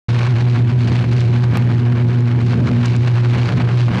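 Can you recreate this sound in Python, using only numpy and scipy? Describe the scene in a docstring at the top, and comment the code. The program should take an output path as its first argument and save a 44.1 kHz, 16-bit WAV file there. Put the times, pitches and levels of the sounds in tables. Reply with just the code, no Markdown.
"""A loud electric hum starts abruptly, with a ragged roar and sizzle that pulse along with it.
It is a power arc burning in a substation across a lawn, striking twice in every mains cycle.
Hot gas rumbles underneath, a few sparks snap, and whenever the arc flares the hum sags.
A fast limiter holds the peaks down over a faint hiss, and the sound cuts out once with a click."""
import sys
import numpy as np
from scipy import signal
from scipy.fft import rfft, irfft, next_fast_len
from scipy.io import wavfile
from scipy.ndimage import uniform_filter1d, minimum_filter1d, map_coordinates

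SR = 44100
rng = np.random.default_rng(int(sys.argv[2]) if len(sys.argv) > 2 else 0)


def int16_out(signal):
    """Quantize to a 16-bit WAV file."""
    q = np.round(np.clip(np.atleast_2d(signal).T, -1, 1) * 32767)
    wavfile.write(sys.argv[1], SR, q.astype(np.int16))


N = 176400

# How strong each noise is from bass to treble: frequency_hz, relative_db
HISS_SPECTRUM = [(100, -14), (1000, -21), (2200, 11), (4000, 0), (8000, -12.5), (12200, -12),
                 (13000, -36.5)]
RUMBLE_SPECTRUM = [(20, -29), (45, -21), (65, -15.5), (85, 2.5), (125, -3), (155, -1), (182, -1), (210, -3),
                   (250, -8.5), (320, -9.5), (450, -15), (700, -26.5), (1500, -73)]
SPARK_SPECTRUM = [(500, -13), (2000, -2.5), (4500, -1), (7000, -2.5), (9500, -21.5), (12500, -29.5),
                  (13500, -46)]
SIZZLE_SPECTRUM = [(1200, -26.5), (2200, 0), (2700, -0.5), (3300, -4), (4200, -3), (5200, -10.5),
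                   (6500, -15.5), (8000, -23.5), (10000, -32), (12300, -51), (13200, -79)]
ROAR_SPECTRUM = [(150, -26), (350, -3.5), (500, 0.5), (700, -0.5), (1000, 0), (1600, -1), (2300, -6),
                 (3000, -11.5), (5000, -33.5), (9000, -70)]
# How hard the hot gas churns: time_s, relative_db
GAS_CHURN = [(0.09, -29.5), (0.54, -33.5), (0.83, -33.5), (0.86, -20), (1.42, -35.5), (1.44, -19.5),
             (1.48, -33.5), (1.56, -20.5), (1.61, -29), (1.74, -24), (1.77, -28), (1.82, -31), (1.88, -42),
             (1.94, -28), (2.07, -33), (2.14, -25.5), (2.26, -46.5), (2.29, -24), (2.68, -24.5),
             (2.77, -24.5), (3.07, -25), (3.12, -40), (3.27, -30), (3.29, -46), (3.37, -15), (3.4, -36.5),
             (3.51, -19.5), (3.64, -28.5), (3.69, -19), (3.85, -34), (3.92, -15.5), (4.0, -19.5)]
# Snapping sparks: start_s, strength_db, decay_s (time to fall by 60 dB)
SPARK_SNAPS = [(1.205, -18.5, 0.01), (2.206, -25, 0.0088), (2.463, -31, .01), (2.8558, -17, 0.024),
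               (2.865, -47, .008), (2.9634, -16.5, 0.0083)]
# Sudden spits of the arc: start_s, boost_db
ARC_SPITS = [(0.474, 12), (1.009, 6.5), (1.44, 1), (1.622, 2), (2.848, 7.5), (3.155, 8.5), (3.341, 3.5),
             (3.575, -0.5), (3.829, 14), (3.882, 3.5), (3.945, 4)]
# Flares of the arc: middle_s, hum_sag_db, width_s
ARC_FLARES = [(.21, 2.5, 0.043), (.27, 4.5, 0.017), (.395, 1.5, 0.047), (.57, 2, 0.036), (.714, 15, 0.013),
              (.91, 3.5, 0.08), (1.043, 13, 0.017), (1.13, 0.5, 0.027), (1.561, 5.5, 0.041),
              (1.72, 1.5, 0.028), (1.825, 4.5, 0.022), (1.982, 2.5, 0.031), (2.125, 3, 0.023),
              (2.304, 2.5, 0.018), (2.399, 3.9, .03), (2.544, 6, .032), (2.685, 15.5, 0.031),
              (2.853, 3, 0.046), (2.943, 10, 0.017), (3.068, 1.5, 0.034), (3.372, 7.5, 0.025),
              (3.501, 14, 0.04), (3.597, 15, 0.022), (3.697, 11, 0.026), (3.906, 4.5, 0.049),
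              (3.96, 4.5, 0.065), (3.995, 13, .02)]
# Rise and fall of the arc's noise: time_s, roar_relative_db, sizzle_relative_db
NOISE_LEVELS = [(0.09, -33.5, -37.5), (0.25, -27.5, -34.5), (0.35, -39, -45), (0.37, -29, -36.5),
                (0.51, -40.5, -42), (0.56, -29.5, -35.5), (0.63, -41.5, -49), (0.71, -32, -40),
                (0.74, -40, -46.5), (0.91, -31, -34), (1.05, -32, -38), (1.07, -40.5, -45.5),
                (1.13, -31, -33.5), (1.29, -39, -44.5), (1.36, -30.5, -37.5), (1.4, -36, -42.5),
                (1.43, -35, -39), (1.44, -26.5, -30.5), (1.46, -35.5, -43), (1.49, -37.5, -45.5),
                (1.56, -27, -36), (1.65, -37, -46), (1.71, -28.5, -36), (1.74, -36.5, -43.5),
                (2.02, -31.5, -44), (2.04, -45, -50), (2.1, -32, -41), (2.25, -38.5, -46.5),
                (2.3, -31.5, -40), (2.35, -33.5, -46.5), (2.43, -32.5, -39), (2.45, -40, -43.5),
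                (2.53, -28.5, -33.5), (2.58, -35.5, -44), (2.69, -32, -37.5), (2.71, -33.5, -41),
                (2.84, -32, -39), (2.86, -32.5, -36.5), (2.9, -35.5, -39.5), (2.94, -33.5, -38.5),
                (3.0, -39.5, -43), (3.08, -27.5, -33.5), (3.11, -40, -46), (3.19, -31, -39),
                (3.21, -37, -43), (3.26, -28, -37.5), (3.27, -35.5, -39.5), (3.37, -27.5, -34.5),
                (3.41, -34, -39), (3.5, -29.5, -34.5), (3.56, -35.5, -41.5), (3.6, -28, -38.5),
                (3.62, -31.5, -37), (3.63, -33, -44), (3.72, -31, -38), (3.76, -37.5, -39),
                (3.78, -31, -34), (3.87, -42, -42), (3.88, -30.5, -40), (4.0, -25, -32.5)]
# Rise and fall of the tone an octave above the hum: time_s, relative_db
OCTAVE_LEVELS = [(0.09, -30.5), (0.6, -25), (0.64, -36), (0.71, -21), (0.74, -32), (0.88, -22.5),
                 (1.3, -33), (1.35, -24), (1.45, -31), (1.48, -44), (1.55, -23.5), (2.02, -26.5),
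                 (2.82, -18), (3.04, -34), (3.07, -22.5), (3.13, -50), (3.19, -30), (3.31, -32),
                 (3.37, -24.5), (3.53, -41), (3.59, -19), (3.63, -29), (3.86, -38), (3.89, -18),
                 (3.97, -33.5), (4.0, -16)]
# The hum's higher tones: pitch_multiple, level_db (relative to its lowest tone)
HUM_OVERTONES = [(4, -34.5), (6, -42), (7, -38), (8, -40)]

STRIKE_HZ = 120  # twice the mains rate
BURST_LEAD_RAD = .5  # shifts the noise bursts ahead of the hum's crests
HUM_DB, OCTAVE_DB, THIRD_DB, OCTAVE_LAG_RAD = -12.5, -1.73, -20.5, 0.88
RUMBLE_DB, THROB_DB, ROAR_DB, SIZZLE_DB, BUZZ_DB = -24.5, -5, -1.5, -0.27, -4.5
HISS_DB, CEILING_DB, CLICK_DB = -53, -7.2, -9.5
START_S, FADE_S, DROPOUT_S, DROPOUT_LENGTH_S = .0835, .0032, 1.5712, .0012


def amp(db):
    """Turn decibels into a number to multiply by."""
    return 10 ** (np.asarray(db) / 20)


def unit(x):
    """Scale to an average (rms) level of 1."""
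    return x / np.sqrt(np.mean(x ** 2) + 1e-20)


def clock():
    """Time of every sample, in seconds."""
    return np.arange(N) / SR


def curves(rows):
    """Join a table's points with lines: one curve for each column after the time."""
    times, *columns = np.transpose(rows)
    return [np.interp(clock(), times, column) for column in columns]


def wobble(rate):
    """A smooth random curve through `rate` points a second."""
    return map_coordinates(rng.standard_normal(8192), [clock() * rate], mode="wrap")


def filtered(x, response):
    """Turn each frequency up or down by response(hz)."""
    size = next_fast_len(N + SR // 4)
    return irfft(rfft(x, size) * response(np.fft.rfftfreq(size, 1 / SR)), size)[..., :N]


def coloured(x, spectrum):
    """Shape x with a spectrum table, then scale it to level 1."""
    points_hz, db = np.transpose(spectrum)
    return unit(filtered(x, lambda hz: amp(np.interp(np.log(hz + 1), np.log(points_hz), db))))


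def hiss():
    """A faint steady hiss, nearly the same in both channels."""
    noise = rng.standard_normal(N) + amp(-10.5) * rng.standard_normal((2, N))
    return amp(HISS_DB) * coloured(noise, HISS_SPECTRUM)


def rumble(mains, lumps_db, wander_rad):
    """Hot gas churns in low puffs; alternate strikes then differ, adding a throb at 1.5 times the hum."""
    churn_db, = curves(GAS_CHURN)
    swell_db = 0.49 * (churn_db - churn_db.mean()) + lumps_db * wobble(14)
    throb = np.sqrt(2) * amp(churn_db + THROB_DB) * np.cos(1.5 * mains + wander_rad * wobble(12))
    return amp(RUMBLE_DB + swell_db) * coloured(rng.standard_normal(N), RUMBLE_SPECTRUM) + throb


def sparks(rise_s):
    """Sparks snap: bright noise that rises fast and dies away."""
    envelope = np.zeros(N)
    for start_s, db, decay_s in SPARK_SNAPS:
        age = np.maximum(clock() - start_s, 0)
        envelope += amp(db - 60 * age / decay_s) * (1 - np.exp(-age / rise_s))
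    return envelope * coloured(rng.standard_normal(N), SPARK_SPECTRUM)


def spits(decay_s):
    """Gain of the arc's noise: it jumps at each spit and falls back."""
    t = clock()
    return amp(sum(db * (t > start) * np.exp(-np.abs(t - start) / decay_s) for start, db in ARC_SPITS))


def flares():
    """How far the hum sags, in dB: a bell shape for each flare."""
    t = clock()
    return sum(db * .5 ** ((2 * (t - middle) / width) ** 2) for middle, db, width in ARC_FLARES)


def bursts(phase, strike_db, between_db, sputter_db, grain_db):
    """Gain of the arc's noise: a sputtering burst at each strike and a weaker one between."""
    early = phase + BURST_LEAD_RAD
    uneven_db = sputter_db * np.tanh(2 * wobble(80)) + grain_db * np.tanh(2 * wobble(420))
    return unit(amp(strike_db * np.cos(early) + between_db * np.cos(2 * early) + uneven_db))


def crackle(spread_db):
    """Noise whose tiny grains differ in size."""
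    return rng.standard_normal(N) * amp(spread_db * np.clip(rng.standard_normal(N), -3, 3))


def buzz(phase, spread_db, ring_s):
    """A sharp crack at each strike, scattered by the steel frames."""
    strikes = np.diff(np.floor((phase + BURST_LEAD_RAD) / (2 * np.pi)), prepend=0) > 0
    t = np.arange(SR // 20) / SR
    echoes = rng.standard_normal(len(t)) * amp(-60 * t / ring_s)
    cracks = strikes * amp(spread_db * wobble(120))
    return coloured(signal.fftconvolve(cracks, echoes)[:N], ROAR_SPECTRUM)


def roar_and_sizzle(mains, sag_db, jitter_rad):
    """The arc's noise pulses with the current; spits and flares lift the roar more than the sizzle."""
    roar_db, sizzle_db = curves(NOISE_LEVELS)
    phase = mains + jitter_rad * wobble(30)
    pulses = bursts(phase, strike_db=1.5, between_db=2.25, sputter_db=2.5, grain_db=4.0)
    roar = coloured(pulses * crackle(spread_db=2.5), ROAR_SPECTRUM)
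    roar += amp(BUZZ_DB) * buzz(phase, spread_db=3.5, ring_s=.014)
    sizzle = coloured(pulses * crackle(spread_db=1.0), SIZZLE_SPECTRUM)
    boost = spits(decay_s=0.0062) * amp(0.29 * sag_db)
    return boost * amp(roar_db + ROAR_DB) * roar + boost ** 0.2 * amp(sizzle_db + SIZZLE_DB) * sizzle


def hum(mains, sag_db, wander_rad, overtone_wander_rad, octave_flutter_db, flutter_db):
    """The arc swells at every strike: a near-triangular wave that drifts as the arc writhes."""
    phase = mains + wander_rad * (wobble(14) + 0.68 * wobble(36))
    tone = np.cos(phase) + amp(THIRD_DB + flutter_db * wobble(20)) * np.cos(3 * phase)
    for multiple, db in HUM_OVERTONES:
        level = amp(db + flutter_db * wobble(25))
        tone -= level * np.cos(multiple * (mains - np.pi + overtone_wander_rad * wobble(18)))
    octave_db, = curves(OCTAVE_LEVELS)
    octave = amp(octave_db + OCTAVE_DB + octave_flutter_db * wobble(22))
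    octave *= np.cos(2 * (mains + overtone_wander_rad * wobble(23)) + OCTAVE_LAG_RAD)
    return np.sqrt(2) * (amp(HUM_DB - sag_db) * tone + octave)  # flares leave the octave alone


def scene():
    """Hum, roar and sizzle follow the mains; the far arc reaches both channels almost equally."""
    sag_db = flares()
    mains = 2 * np.pi * STRIKE_HZ * clock()  # one full turn per strike
    noise = roar_and_sizzle(mains, sag_db, jitter_rad=.12)
    tone = hum(mains, sag_db, wander_rad=0.43, overtone_wander_rad=0.27,
               octave_flutter_db=2.53, flutter_db=0.5)
    arc = rumble(mains, lumps_db=-2.5, wander_rad=1.14) + sparks(rise_s=0.0015) + noise + tone
    return np.array([arc * amp(-.18), arc * amp(.18)])


def limiter(sound, hold_s):
    """Turn the sound down briefly wherever a peak would pass the ceiling."""
    hold = int(hold_s * SR)
    needed = np.minimum(1, amp(CEILING_DB) / (np.abs(sound).max(axis=0) + 1e-9))
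    return sound * uniform_filter1d(minimum_filter1d(needed, hold), hold)


def record(dry):
    """Limit the peaks, add hiss, start abruptly, cut out once with a click and trim the top treble."""
    t, back_s = clock(), DROPOUT_S + DROPOUT_LENGTH_S
    fades = np.clip(np.minimum(t - START_S, t[-1] - t) / FADE_S, 0, 1)
    sound_on = (t < DROPOUT_S) | (t > back_s)
    click = amp(CLICK_DB) * (t > back_s) * np.exp(-np.abs(t - back_s) / 0.00027)
    sound = fades * sound_on * (limiter(dry, hold_s=.007) + hiss()) + click
    return filtered(sound, lambda hz: 1 / (1 + (hz / 14600) ** 80))


dry = scene()
out = record(dry)
int16_out(out)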